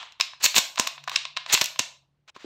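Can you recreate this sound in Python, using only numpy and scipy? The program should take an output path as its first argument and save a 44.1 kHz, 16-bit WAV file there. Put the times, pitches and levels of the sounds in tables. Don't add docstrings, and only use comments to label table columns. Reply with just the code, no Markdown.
import sys
import numpy as np
from scipy import signal
from scipy.fft import rfft, irfft
from scipy.io import wavfile
from scipy.ndimage import uniform_filter1d

SR = 44100
rng = np.random.default_rng(int(sys.argv[2]) if len(sys.argv) > 2 else 0)


def log_audio(samples):
    frames = np.atleast_2d(samples).T
    limited = np.clip(frames, -1, 1)
    pcm = np.round(limited * 32767).astype(np.int16)
    wavfile.write(sys.argv[1], SR, pcm)


N = 108045

# start_s, level_db, thump_db, knock_db, bright_db, sizzle_db
STRIKES = [(0.028, -32.5, -21, 14.5, -8, -18.5), (0.1222, -40, -4, -9, -2, -2),
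           (0.2001, -13.5, 0, 3.5, -11, -6), (0.2093, -8, -10, 0, -2.5, -11.5),
           (0.334, -37, -4, 13.5, -24, -30.5), (0.412, -36, -28, 1, -19, -18),
           (0.4416, -19.5, -3, 8, 18, 10.5), (0.461, -6, -3.5, 1, -7.5, 2.5),
           (0.544, -16, -19, 4.5, -13, -18), (0.5627, -2.5, -44, -9.5, -9, -15),
           (0.566, -21, -3, 17.5, 10, 6), (0.5715, -21, -13, 14, -1, 1), (0.5808, -6, 7, 6.5, 7, 1.5),
           (0.758, -29.5, -33, 1, -1, -1), (0.7744, -22.5, -30, 5.5, -13, -37),
           (0.7793, -17, -7, 8.5, -10, -20), (0.7883, -28, -8.5, 13, 13, 1), (0.7969, -8, 15, 6.5, 6, 3),
           (0.8689, -23, -19, -7, -15, -4), (0.8725, -13, -12.5, 2.5, -1, 1.5),
           (0.979, -30.5, -10, 9, -32, -24.5), (1.039, -35, -11, 5, -0.5, -0.5),
           (1.0767, -27, -10.5, 20, -1.5, -6), (1.081, -22.5, -18, 9.5, -14.5, -16),
           (1.0953, -20, -16.5, 1, -6.5, -1), (1.1158, -26, -14.5, 10.5, -7.5, -19),
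           (1.16, -6.5, -22.5, -1.5, -3.5, -15.5), (1.2524, -18.5, -30, 1, -10.5, -26.5),
           (1.3661, -18, -33, -0.5, -16.5, -23), (1.371, -13.5, -24, 6, -11, -19.5),
           (1.462, -25, -13.5, 7.5, -10, -14.5), (1.498, -17.5, -19, -14.5, -20.5, -24),
           (1.5258, -13.5, -9, -5, -1.5, 2.5), (1.5486, -5, -23, -2.5, -6.5, -8.5),
           (1.5752, -12.5, -19.5, 3, -6.5, -8.5), (1.6125, -7.5, -1, -0.5, -2, 1.5),
           (1.6164, -9, 10, 5, 0, -2), (1.6414, -20.5, 1.5, -6.5, 8, 14), (1.658, -20, -11.5, -4, 4.5, 7.5),
           (1.759, -31, -13, 5, -15.5, -17.5), (1.7925, -9, 6.5, 3, 5, -0.5),
           (1.799, -18, 16, -5, -3.5, -5.5), (2.363, -40.5, 21, 18, -5.5, -2.5)]
# frequency_hz, gain_db
CRACK_EQ = [(30, -34), (90, -16.5), (300, -9.5), (420, -11), (620, -5), (860, -12.5), (1060, 2),
            (1330, -6.5), (2000, -2), (2650, 7.5), (3200, 0.5), (3900, 6), (4700, 0.5), (5400, 2.5),
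            (7200, 0), (8400, -7.5), (9600, -17), (11000, -19.5), (11800, -13), (12800, -14),
            (15500, -17.5)]
# pitch_hz, level_db, t60_s
BODY_MODES = [(642.6, -16, 0.06), (1066.3, 1.5, 0.049), (1530, -10, 0.049), (1731, -8.5, 0.034)]
# start_s, rise_s, end_s, level_db, shudder_db, sing_db
SLIDES = [(0.422, 0.023, 0.46, -13.5, -5, -0.5), (0.544, 0.02, .589, -14.5, 1, -8.5),
          (1.52, 0.011, 1.545, -11, 0.5, -17)]
# frequency_hz, gain_db
RASP_EQ = [(30, -28), (150, -9.5), (600, -9), (1500, -4.5), (2400, 0.5), (3500, 0.5), (4400, 2.5),
           (4800, -4.5), (6300, 2.5), (7300, 5.5), (8400, -5.5), (9300, -17.5), (10800, -15.5),
           (11800, -5.5), (12700, -13), (13300, -6), (15500, -11)]
# pitch_hz, level_db, t60_s
RECEIVER_MODES = [(1010, -3.5, 0.025), (1602, -5, 0.062), (2350, -2.5, .05), (2740, -13.5, .04),
                  (3780, -3.5, 0.096), (4700, -5, .12), (5980, -3, 0.027), (6350, -6.5, 0.056),
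                  (7300, 1.5, 0.015), (7900, -6.5, .05)]
# start_s, level_db
LATCH_SNAPS = [(.2096, 9.5), (1.159, 7.5), (1.6128, -1.5), (1.7925, 2.5)]
# pitch_hz, level_db, t60_s
LATCH_MODES = [(990, -14.5, 0.012), (2450, -3.5, .012), (2720, -1.5, 0.018), (3804, -7.5, 0.054),
               (5186, 3.5, 0.011)]
# start_s, level_db
SPRING_PINGS = [(0.199, -51), (.445, -42.5), (.58, -40.5), (1.536, -43), (1.615, -42.5)]
# start_s, rise_s, length_s, level_db, room_send_db
RUBS = [(0.397, .01, 0.025, -36, -19), (1.114, .008, 0.038, -32, 9.5), (1.468, 0.027, 0.048, -30.5, 19),
        (2.276, 0.0022, 0.024, -42, -26.5), (2.343, 0.0079, 0.035, -46.5, -15),
        (2.372, .035, .1, -43.5, -39.5)]
# frequency_hz, gain_db
RUB_EQ = [(40, -26.5), (300, -14), (600, -6.5), (1000, 0.5), (1500, -0.5), (2400, 0), (4000, -0.5),
          (5000, -5.5), (7500, -10.5), (9500, -24.5), (15000, -26.5)]
# start_s, level_db
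BUMPS = [(2.365, -27.5), (2.4445, -11)]
# frequency_hz, t60_s
ROOM_DECAY = [(200, 0.33), (530, 0.5168), (1400, 0.34), (3700, 0.3644), (7000, 0.33), (13000, 0.42)]
# frequency_hz, gain_db
ROOM_EQ = [(60, -20.5), (200, -22), (300, -18), (420, -27), (600, -10.5), (850, -8.5), (1050, -10),
           (1500, -7.5), (2500, -8), (4000, -6), (7000, -11), (12000, -13), (16000, -18)]
# time_s, level_db
HUM_LEVELS = [(0, -80), (.9, -79), (1.02, -59), (1.2, -69.5), (1.7, -71), (2.2, -74.5), (2.3, -82)]
# frequency_hz, gain_db
AIR_EQ = [(20, -17), (70, -3), (130, -4.5), (250, -13.5), (1000, -16.5), (4000, -23.5), (16000, -43)]
# frequency_hz, gain_db
ECHO_EQ = [(100, -23), (450, -20), (950, 2.5), (1600, -3.5), (3500, 4), (5000, -11), (7500, -15),
           (10000, -33.5)]

CONTACT_S = .0004


def strikes(boost_db=18.5, touch_db=-16.5, touch_lead_s=.0027, body_db=-16.5, grip_detune=.025):
    cracks, knocks = np.zeros(N), np.zeros(N)
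    for start, db, thump, knock, bright, sizzle in STRIKES:
        level_db = db + boost_db
        tone = [(380, thump), (700, knock), (1500, knock), (2400, .006), (4200, .0085),
                (6500, bright), (8500, bright), (11500, sizzle)]
        t60 = .0125 * (1 + .012 * np.clip(-9 - db, 0, 20))
        add(cracks, start - touch_lead_s, amp(level_db + touch_db) * colour(crack(t60), tone))
        add(cracks, start, amp(level_db) * colour(crack(t60), tone))
        modes = [(hz * (1 + grip_detune * rng.standard_normal()), level, decay)
                 for hz, level, decay in BODY_MODES]
        add(knocks, start, amp(level_db + knock + body_db) * ringing(modes))
    return colour(cracks, CRACK_EQ) + colour(knocks, [(200, -29.5), (600, -2.5)])


def crack(t60, chatter_db=-17, chatter_t60_s=.04, size=4096):
    t = np.arange(size) / SR
    envelope = attack(t) * (fade(t, t60) + amp(chatter_db) * fade(t, chatter_t60_s))
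    grain = rng.standard_normal(size)
    for _ in range(4):
        spectrum = rfft(grain * envelope)
        flat = irfft(spectrum / np.sqrt(abs(uniform_filter1d(abs(spectrum) ** 2, size=24)) + 1e-12))
        grain = flat / np.sqrt(abs(uniform_filter1d(flat ** 2, size=64)) + 1e-16)
    return unit(grain * envelope)


def slides(sing_hz=4380, sing_q=24):
    out = np.zeros(N)
    resonance = signal.iirpeak(sing_hz, sing_q, SR)
    for start, rise, end, db, shudder_db, sing_db in SLIDES:
        stroke = amp(db) * friction(start, rise, end, release_s=.0018, catches_per_s=3200, spread_db=1.5)
        out += colour(stroke, [(450, shudder_db), (2000, 0)])
        out += 2 * amp(sing_db) * signal.lfilter(*resonance, stroke)
    return colour(out, RASP_EQ)


def friction(start, rise, end, release_s, catches_per_s, spread_db):
    t = np.arange(N) / SR
    catches = (rng.random(N) < catches_per_s / SR) * rng.choice([-1, 1], N)
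    sizes = amp(spread_db * np.minimum(rng.exponential(1, N), 4))
    envelope = np.clip((t - start) / rise, 0, 1) ** 1.3 * np.exp(-np.maximum(t - end, 0) / release_s)
    return unit(catches * sizes) * np.sqrt(N) * envelope


def receiver(contacts):
    ring = signal.fftconvolve(contacts, ringing(RECEIVER_MODES))[:N]
    return contacts + amp(-15) / 2 * ring


def latch():
    out, ring = np.zeros(N), ringing(LATCH_MODES)
    snap = ring * attack(np.arange(len(ring)) / SR)
    for start, db in LATCH_SNAPS:
        add(out, start, amp(db) * snap)
    return out


def spring(pitch_hz=11800, spread_hz=130, t60_s=.25, count=12):
    out, t = np.zeros(N), np.arange(SR // 2) / SR
    for start, db in SPRING_PINGS:
        tones = np.zeros(len(t))
        for _ in range(count):
            hz = pitch_hz + spread_hz * rng.standard_normal()
            tones += np.sin(2 * np.pi * (hz * t + rng.random()))
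        add(out, start, amp(db) * tones / np.sqrt(count) * fade(t, t60_s) * attack(t))
    return out


def hand_rubs():
    close, send = np.zeros(N), np.zeros(N)
    for start, rise, length, db, send_db in RUBS:
        drag = friction(start, rise, start + length, release_s=.002, catches_per_s=6000, spread_db=2.5)
        close += amp(db) * drag
        send += amp(db + send_db) * drag
    return colour(close, RUB_EQ), colour(send, RUB_EQ)


def phone_bumps(pitch_hz=350, t60_s=.03):
    out = np.zeros(N)
    for start, db in BUMPS:
        add(out, start, amp(db) * ringing([(pitch_hz, 0, t60_s)]))
    return colour(out, [(60, -26), (280, 1)])


def room(send, patterns=8):
    position = np.linspace(0, patterns - 1, N)
    wet = np.zeros(N)
    for k in range(patterns):
        crossfade = np.sqrt(np.maximum(1 - abs(position - k), 0))
        wet += signal.fftconvolve(send * crossfade, reflections())[:N]
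    return colour(wet, ROOM_EQ)


def reflections(predelay_s=.0024, build_s=.006, size=256):
    t = np.arange(SR * 3 // 4) / SR
    taps = rng.standard_normal(len(t)) * np.clip((t - predelay_s) / build_s, 0, 1)
    hz, times, bands = signal.stft(taps, SR, nperseg=size)
    decay = fade(times, curve_at(ROOM_DECAY, hz)[:, None])
    return unit(signal.istft(bands * decay, SR, nperseg=size)[1])


def opening_echo(gain_db=-32, t60_s=.45):
    return amp(gain_db) * colour(rng.standard_normal(N), ECHO_EQ) * fade(np.arange(N) / SR, t60_s)


def hum(pitch_hz=141, waver_hz=4.3):
    t = np.arange(N) / SR
    waver = np.interp(t, np.linspace(0, t[-1], 25), rng.standard_normal(25))
    phase = 2 * np.pi * np.cumsum(pitch_hz + waver_hz * waver) / SR
    level_db = np.interp(t, *np.transpose(HUM_LEVELS))
    return np.sqrt(2) * amp(level_db) * np.sin(phase)


def air(level_db=-73.5):
    return amp(level_db) * unit(colour(rng.standard_normal(N), AIR_EQ)) * np.sqrt(N)


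def ringing(modes):
    t = np.arange(SR // 3) / SR
    tones = [amp(db) * unit(fade(t, t60) * np.sin(2 * np.pi * hz * t)) for hz, db, t60 in modes]
    return unit(sum(tone * (-1) ** k for k, tone in enumerate(tones)))


def colour(x, eq, size=2048):
    log_gain = np.log(amp(curve_at(eq, abs(np.fft.fftfreq(size, 1 / SR)))))
    taps = np.fft.ifft(np.exp(np.conj(signal.hilbert(log_gain)))).real
    return signal.fftconvolve(x, taps[:size // 2])[:len(x)]


def curve_at(points, hz):
    frequencies, values = np.transpose(points)
    return np.interp(np.log(hz + 1), np.log(frequencies + 1), values)


def attack(t):
    return 1 - np.exp(-t / CONTACT_S)


def fade(t, t60):
    return np.exp(-np.log(1000) * t / t60)


def amp(db):
    return 10 ** (np.asarray(db) / 20)


def unit(x):
    return x / np.sqrt(np.sum(x ** 2) + 1e-20)


def add(mix, start_s, sound):
    part = mix[max(round(start_s * SR), 0):][:len(sound)]
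    part += sound[:len(part)]


def scene(latch_send_db=-6.5):
    gun, snaps = receiver(strikes() + slides()), latch()
    rubs, rub_send = hand_rubs()
    close = gun + snaps + spring() + rubs + phone_bumps()
    reverb = room(gun + amp(latch_send_db) * snaps + rub_send)
    return (close + reverb + opening_echo() + hum() + air())[None]


def record(dry, threshold_db=-57, ceiling=.78, cutoff_hz=15900, size=512):
    frames = dict(nperseg=size, noverlap=size * 3 // 4)
    bands = signal.stft(dry, **frames)[2]
    power = abs(uniform_filter1d(uniform_filter1d(abs(bands) ** 2, size=5, axis=1), size=5, axis=2)) * size
    threshold = amp(threshold_db) ** 2
    gain = np.sqrt((power + .1 * threshold) / (power + threshold))
    cleaned = signal.istft(bands * gain, **frames)[1][:, :N]
    rounded = ceiling * np.tanh(cleaned / ceiling)
    lowpass = signal.firwin(255, cutoff_hz, window=("kaiser", 8), fs=SR)
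    return signal.oaconvolve(rounded, lowpass[None], "same")


dry = scene()
out = record(dry)
log_audio(out)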